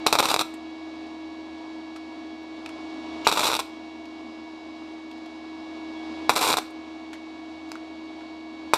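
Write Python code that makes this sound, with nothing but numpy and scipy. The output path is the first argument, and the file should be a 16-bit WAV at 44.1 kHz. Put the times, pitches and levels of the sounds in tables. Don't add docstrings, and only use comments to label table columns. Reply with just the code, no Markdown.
import sys
import numpy as np
from scipy import signal
from scipy.fft import rfft, irfft, next_fast_len
from scipy.io import wavfile
from scipy.ndimage import minimum_filter1d, map_coordinates

SR = 44100
rng = np.random.default_rng(int(sys.argv[2]) if len(sys.argv) > 2 else 0)


def to_linear_factor(level_db):
    exponent = np.asarray(level_db, float) / 20
    return 10 ** exponent


def waveform_to_disk(signal):
    frames = np.transpose(np.atleast_2d(signal))
    scaled = np.clip(frames, -1, 1) * 32767
    samples = np.round(scaled).astype(np.int16)
    wavfile.write(sys.argv[1], SR, samples)


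N = 386756


def unit(x):
    return x / np.sqrt(np.mean(x ** 2) + 1e-20)


def unit_of(response):
    return np.sqrt(np.mean(np.abs(response) ** 2))


def along(points, hz):
    point_hz, value = np.transpose(points)
    return np.interp(np.log(hz + 1), np.log(point_hz + 1), value)


def wobble(knots_per_s):
    knots = rng.standard_normal(int(N * knots_per_s / SR) + 4)
    return map_coordinates(knots, [np.arange(N) * knots_per_s / SR])


def filtered(x, response):
    size = next_fast_len(N + SR // 2)
    return irfft(rfft(x, size) * response(np.fft.rfftfreq(size, 1 / SR)), size)[:N]


def resonant(modes, sign=-1):
    return lambda f: sum(sign ** k * to_linear_factor(db) * 1j * f * width / (hz * hz - f * f + 1j * f * width)
                         for k, (hz, width, db) in enumerate(modes))


FAN_ORDERS = [1, 3, 4, 5, 7, 8, 12, 14, 21, 24, 28, 32, 34, 35, 42, 49, 50, 56, 63, 70]
# level_db, unsteadiness_db
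FAN_TONES = [(-25.5, 2), (-18, 4), (-0.5, 0), (-22, 1.5), (-33, 0.5), (-20, 0.5), (-20.5, 4), (-21, 0.5),
             (-21.5, 0.5), (-48.5, 3), (-13, 0.7), (-35.5, 5), (-31, 4), (-24.5, 0.7), (-31.5, 5),
             (-22.5, 0.5), (-39.5, -2.5), (-24.5, 0.5), (-30, 2.5), (-33.5, -0.5)]
# hz, density_db
FAN_AIR = [(20, -49), (40, -30), (69, -34), (173, -27), (300, -8.5), (445, -17), (684, -14.5), (1110, -19),
           (1530, -27), (2300, -26), (4100, -28.5), (7000, -39.5), (10000, -52.5), (13000, -73.5),
           (16000, -70.5)]
# hz, width_hz, level_db
FAN_HOUSING = [(258, 71, 2), (695.5, 31, 6.5), (800, 120, -7), (1030, 24, 1.5), (3520, 430, -3.5)]
SHAFT_HZ, SAG_HZ_PER_S = 79.91, 0.016
FAN_DB, FADE_DB_PER_S = -35, 0.14


def fan():
    t = np.arange(N) / SR
    shaft_rad = 2 * np.pi * np.cumsum(SHAFT_HZ - SAG_HZ_PER_S * t) / SR
    tones = np.zeros(N)
    for order, (level_db, shake_db) in zip(FAN_ORDERS, FAN_TONES):
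        gain = to_linear_factor(level_db + shake_db * wobble(25) + 1.14 * wobble(0.578))
        jitter_rad = 0.091 * shake_db * wobble(25)
        tones += gain * np.sin(order * shaft_rad + jitter_rad + rng.uniform(0, 2 * np.pi))
    air = filtered(rng.standard_normal(N),
                   lambda f: to_linear_factor(along(FAN_AIR, f)) * (1 + resonant(FAN_HOUSING, sign=1)(f)))
    rush = to_linear_factor(-5.5 + 0.52 * wobble(5.9)) * unit(air)
    return to_linear_factor(FAN_DB - FADE_DB_PER_S * t) * (np.sqrt(2) * tones + rush)


# hz, width_hz, share_lost (0-1)
BENCH_HOLLOWS = [(1835, 400, 0.41), (3120, 260, 0.5), (6800, 330, 0.3)]


def struck(blows, modes, soft_hz):
    f = np.fft.rfftfreq(4096, 1 / SR)
    power = sum(np.abs(resonant([mode])(f)) ** 2 for mode in modes)
    power = power / (1 + (f / soft_hz) ** 2) ** 2
    lost = sum(np.clip(share, 0, 0.95) * resonant([(hz, width, 0)])(f)
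               for hz, width, share in BENCH_HOLLOWS)
    power = power * np.abs(1 - lost) ** 2
    cepstrum = irfft(np.log(power + 1e-10) / 2)
    fold = np.r_[1, np.full(2047, 2), 1, np.zeros(2047)]
    ring = irfft(np.exp(rfft(cepstrum * fold)))
    return signal.fftconvolve(blows, ring / np.abs(ring).max())[:N]


def spell(start_s, end_s, first_db, last_db):
    t = np.arange(N) / SR
    slide_db = np.interp(t, [start_s, max(end_s, start_s + 0.001)], [first_db, last_db])
    return ((t > start_s) & (t < end_s)) * to_linear_factor(slide_db)


# start_s, thump_blow_db, snap_blow_db
POP_BLOWS = [(.0635, -12, -23), (0.0661, 2.5, 1), (0.0708, -8, 0), (.1274, 1, 2.5), (0.1538, -0.5, -5),
             (0.1611, -7, -18), (0.188, -2.5, -2), (0.1961, -7, -10), (0.1997, 0, -14), (.2034, -1.5, -3),
             (0.2274, -7, -11.5), (0.2559, -6, -5.5), (.289, -13, -10), (.2995, -18, -11),
             (0.3036, -12, -7), (0.3145, -7.5, -6), (0.3422, 0, 0.5), (.363, -2.5, -4.5), (.393, -9, -5.5),
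             (.412, -6, -5.5), (3.2688, 6, -10), (3.2731, -3.5, 0.5), (3.2879, -6, -10), (3.3147, -7, -18),
             (3.3258, -4.5, -5), (3.377, -14, -8), (3.394, -5, -6), (3.433, -9, -21), (3.4432, -10, -5),
             (3.4537, -8, -10), (3.4569, -11, -6.5), (3.4688, -11, -5), (3.5014, -8, -17),
             (3.5164, -10.5, -11), (3.5253, -9, -18), (3.5328, -6, -9), (3.541, -8, -9),
             (3.5519, -9.5, -5.5), (3.5666, -13, -7), (3.5922, -9.5, -16), (6.2945, 4, -3),
             (6.3054, -9, -12), (6.363, -6.5, -2), (6.368, -10, -15), (6.392, -18, -16), (6.4313, -8, -8),
             (6.44, -8.5, -12), (6.4775, -8.5, -8), (6.4922, -6.5, -9), (6.5016, -8, -16),
             (6.5167, -8, -16), (6.5281, -5, -4), (6.5341, -10, -7), (6.5403, -2, -12), (6.5706, -7, -4.5),
             (6.5842, -7, -17), (6.5868, -10.5, -10), (8.7357, 6, -4.5)]
# start_s, end_s, first_db, last_db
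BURN_SPELLS = [(0.065, 0.12, -21, -44), (0.125, 0.162, -23.5, -28), (0.184, 0.207, -24, -15.5),
               (0.225, 0.288, -25, -29.5), (0.286, 0.347, -26.5, -28.5), (0.348, 0.364, -35, -37),
               (0.389, 0.421, -24.5, -27.5), (3.271, 3.302, -21, -26.5), (3.314, 3.368, -26.5, -30),
               (3.371, 3.425, -24, -25), (3.427, 3.521, -25, -24.5), (3.525, 3.571, -31, -33),
               (3.59, 3.607, -23.5, -25.5), (6.294, 6.31, -13.5, -23), (6.31, 6.345, -31, -35),
               (6.355, 6.41, -23.5, -31), (6.41, 6.546, -22.5, -27), (6.569, 6.589, -28.5, -28.5),
               (8.737, 8.767, -19, -34.5)]
# strike_s, treble_db, sheen_db (mostly above 8 kHz)
ARC_COLOURS = [(.063, -10.5, -11.5), (3.268, -8.5, -12), (6.295, -24, -3), (8.735, -11, -18)]
# start_s, end_s, level_db, centre_hz
WIRE_TOUCH = (3.248, 3.265, -34, 2900)
# hz, width_hz, level_db
THUMP_MODES = [(90, 98, -27), (467, 380, -8), (925, 370, 0.5), (1276, 170, -1.5), (2344, 425, -3)]
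# hz, width_hz, level_db
SNAP_MODES = [(2640, 290, -3), (3570, 400, -2), (3910, 420, 0.5), (4800, 260, -7), (5600, 420, -6.5),
              (7330, 840, -9), (8400, 250, -7.5), (9070, 170, -9), (9900, 500, -15.5), (11330, 430, -12.5),
              (12200, 530, -10), (13900, 570, -19.5), (14800, 610, -20)]
SPUTTER_PER_S, SPUTTER_DB, SPUTTER_SPREAD_DB, SPUTTER_SNAP_DB = 110, 7, 4.5, -0.5
SETTLE_S, DULL_DB = 0.039, -6


def arc():
    t = np.arange(N) / SR
    burn = sum(spell(*row) for row in BURN_SPELLS)
    colours = np.transpose(ARC_COLOURS)
    current = np.maximum(np.searchsorted(colours[0], t) - 1, 0)
    strike_s, treble_db, sheen_db = colours[:, current]
    sheen_db = sheen_db + DULL_DB * (t - strike_s < SETTLE_S)

    sputter = (rng.random(N) < SPUTTER_PER_S / SR) * burn * to_linear_factor(SPUTTER_DB)
    low = -sputter * to_linear_factor(SPUTTER_SPREAD_DB * rng.standard_normal(N))
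    high = -sputter * to_linear_factor(SPUTTER_SNAP_DB + SPUTTER_SPREAD_DB * rng.standard_normal(N))

    ragged = rng.standard_normal((len(POP_BLOWS), 16)) * 0.15 * to_linear_factor(-1.2 * np.arange(16))
    ragged[:, 0] = -1
    for (start_s, thump_db, snap_db), tear in zip(POP_BLOWS, ragged):
        at = round(start_s * SR)
        low[at] -= to_linear_factor(thump_db)
        high[at:][:len(tear)] += to_linear_factor(snap_db) * tear

    spark_size = to_linear_factor(np.minimum(3.1 * rng.exponential(size=N), 9))
    sparks = (rng.random(N) < 1800 / SR) * spark_size * rng.choice([-1, 1], N)
    fizz = unit(unit(sparks) + 0.45 * rng.standard_normal(N)) * to_linear_factor(1.5 * wobble(150))

    afterglow = to_linear_factor(-60 * np.arange(SR // 20) / SR / 0.023)

    def glow(blows, db):
        return to_linear_factor(db) * signal.fftconvolve(np.minimum(blows, 0), -afterglow)[:N]

    high += fizz * (to_linear_factor(treble_db) * burn + glow(high, db=-27))
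    high += np.gradient(fizz) * to_linear_factor(sheen_db) * burn
    low += fizz * (to_linear_factor(-11.0) * burn + glow(low, db=-38.5))

    start_s, end_s, level_db, centre_hz = WIRE_TOUCH
    scratch_modes = [(centre_hz, 700, 0), (7200, 900, -13)]
    scratch = unit(filtered(rng.standard_normal(N), resonant(scratch_modes)))
    scratch = spell(start_s, end_s, level_db, level_db) * scratch
    thump = struck(low, THUMP_MODES, soft_hz=2500)
    snap = struck(high, SNAP_MODES, soft_hz=12000)
    return thump + snap + scratch


# start_s, hiss_db, ring_hz, ring_db, burst_t60_s
TICK_BURSTS = [(0.539, -34, 7440, -35.5, 0.05), (1.069, -42, 1160, -46, 0.023),
               (1.9607, -30.5, 1400, -38, 0.056), (2.4294, -54, 9900, -52, 0.023),
               (2.6603, -23.5, 2600, -26.5, 0.019), (2.6907, -28, 6470, -44, 0.027),
               (2.787, -63, 456, -25, 0.044), (4.0544, -39, 3580, -42, .034), (5.112, -46, 3450, -33, .036),
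               (5.178, -51, 4500, -44, .03), (5.2594, -42, 4800, -41, .03),
               (6.7056, -48.5, 9000, -44, 0.03), (7.1307, -29, 1995, -40, 0.076),
               (7.15, -45, 2000, -33, .04), (7.6904, -43.5, 5600, -41.5, .018),
               (7.6975, -41.5, 12000, -43.5, 0.0088), (7.7173, -18, 4400, -13.5, 0.0076),
               (7.7545, -31, 1300, -16, 0.01), (8.208, -53, 1550, -32, 0.047)]
KNOCK_DB = 2.5


def ticks():
    out, knocks = np.zeros(N + SR), np.zeros(N)
    t = np.arange(SR // 4) / SR
    f = np.fft.rfftfreq(len(t), 1 / SR)
    hiss = resonant([(3000, 6000, 0)])(f) / (1 + 1j * f / 6500) ** 3
    for start_s, hiss_db, ring_hz, ring_db, t60_s in TICK_BURSTS:
        at = round(start_s * SR)
        envelope = (1 - np.exp(-t / 0.00055)) * to_linear_factor(-60 * t / max(t60_s, 0.002))
        burst = rfft(envelope * rng.standard_normal(len(t)))
        knocks[at + 20] = to_linear_factor(hiss_db + KNOCK_DB)
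        ring = resonant([(ring_hz, 0.3 * ring_hz, 0)])(f) / (1 + 1j * f / ring_hz / 2) ** 2
        colour = to_linear_factor(hiss_db) * hiss / unit_of(hiss) + to_linear_factor(ring_db) * ring / unit_of(ring)
        out[at:][:len(t)] += irfft(burst * colour, len(t)) / 2
    return out[:N] + struck(knocks, THUMP_MODES + SNAP_MODES, soft_hz=4000)


# delay_s, level_db
BENCH_ECHOES = [(.0021, -28.5), (.0068, -17.5), (0.0098, -20)]
# hz, t60_s
SHOP_DECAY = [(200, 0.23), (1000, 0.32), (4000, 0.33), (12000, .25)]


def shop(x):
    hz, t, z = signal.stft(rng.standard_normal((3, SR // 2)), SR, nperseg=256)
    decay = to_linear_factor(-60 * t / along(SHOP_DECAY, hz)[:, None])
    tails = signal.istft(z * decay, SR, nperseg=256)[1]
    tails = tails / np.linalg.norm(tails, axis=1, keepdims=True)
    answers = to_linear_factor(-13) * np.pad(tails, ((0, 0), (130, 0)))
    for delay_s, level_db in BENCH_ECHOES:
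        answers[:, round(delay_s * SR)] += to_linear_factor(level_db)
    turns = np.arange(N) // 512 % 3 == np.arange(3)[:, None]
    return signal.fftconvolve(x * turns, answers, axes=1)[:, :N].sum(axis=0)


def scene():
    near = arc() + ticks()
    return (near + shop(near) + fan())[None]


CEILING_DB, DEEPEST_DB = -5, -4.5
HOLD_S, RECOVER_DB_PER_S, AHEAD_S = 2.14, 6.5, 0.001


def gain_control(x):
    need_db = np.clip(CEILING_DB - 20 * np.log10(np.abs(x) + 1e-9), DEEPEST_DB, 0)
    hold, ahead = round(HOLD_S * SR), round(AHEAD_S * SR)
    held_db = minimum_filter1d(np.pad(need_db, (hold, ahead)), size=hold + ahead)
    held_db = held_db[(hold + ahead) // 2 + 1:][:N]
    climb_db = RECOVER_DB_PER_S * np.arange(N) / SR
    gain_db = climb_db + np.minimum.accumulate(held_db - climb_db)
    return x * to_linear_factor(np.minimum(gain_db, 0))


def roll_off(x):
    return signal.sosfilt(signal.butter(12, 16640, fs=SR, output="sos"), x)


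def record(dry):
    heard = gain_control(dry[0]) + to_linear_factor(-88) * rng.standard_normal(N)
    rounded = heard / (1 + np.abs(heard / 0.98) ** 6) ** (1 / 6)
    narrow = filtered(rounded, lambda f: 1 / (1 + (f / 15500) ** 90))[None]
    return roll_off(narrow)


dry = scene()
out = record(dry)
waveform_to_disk(out)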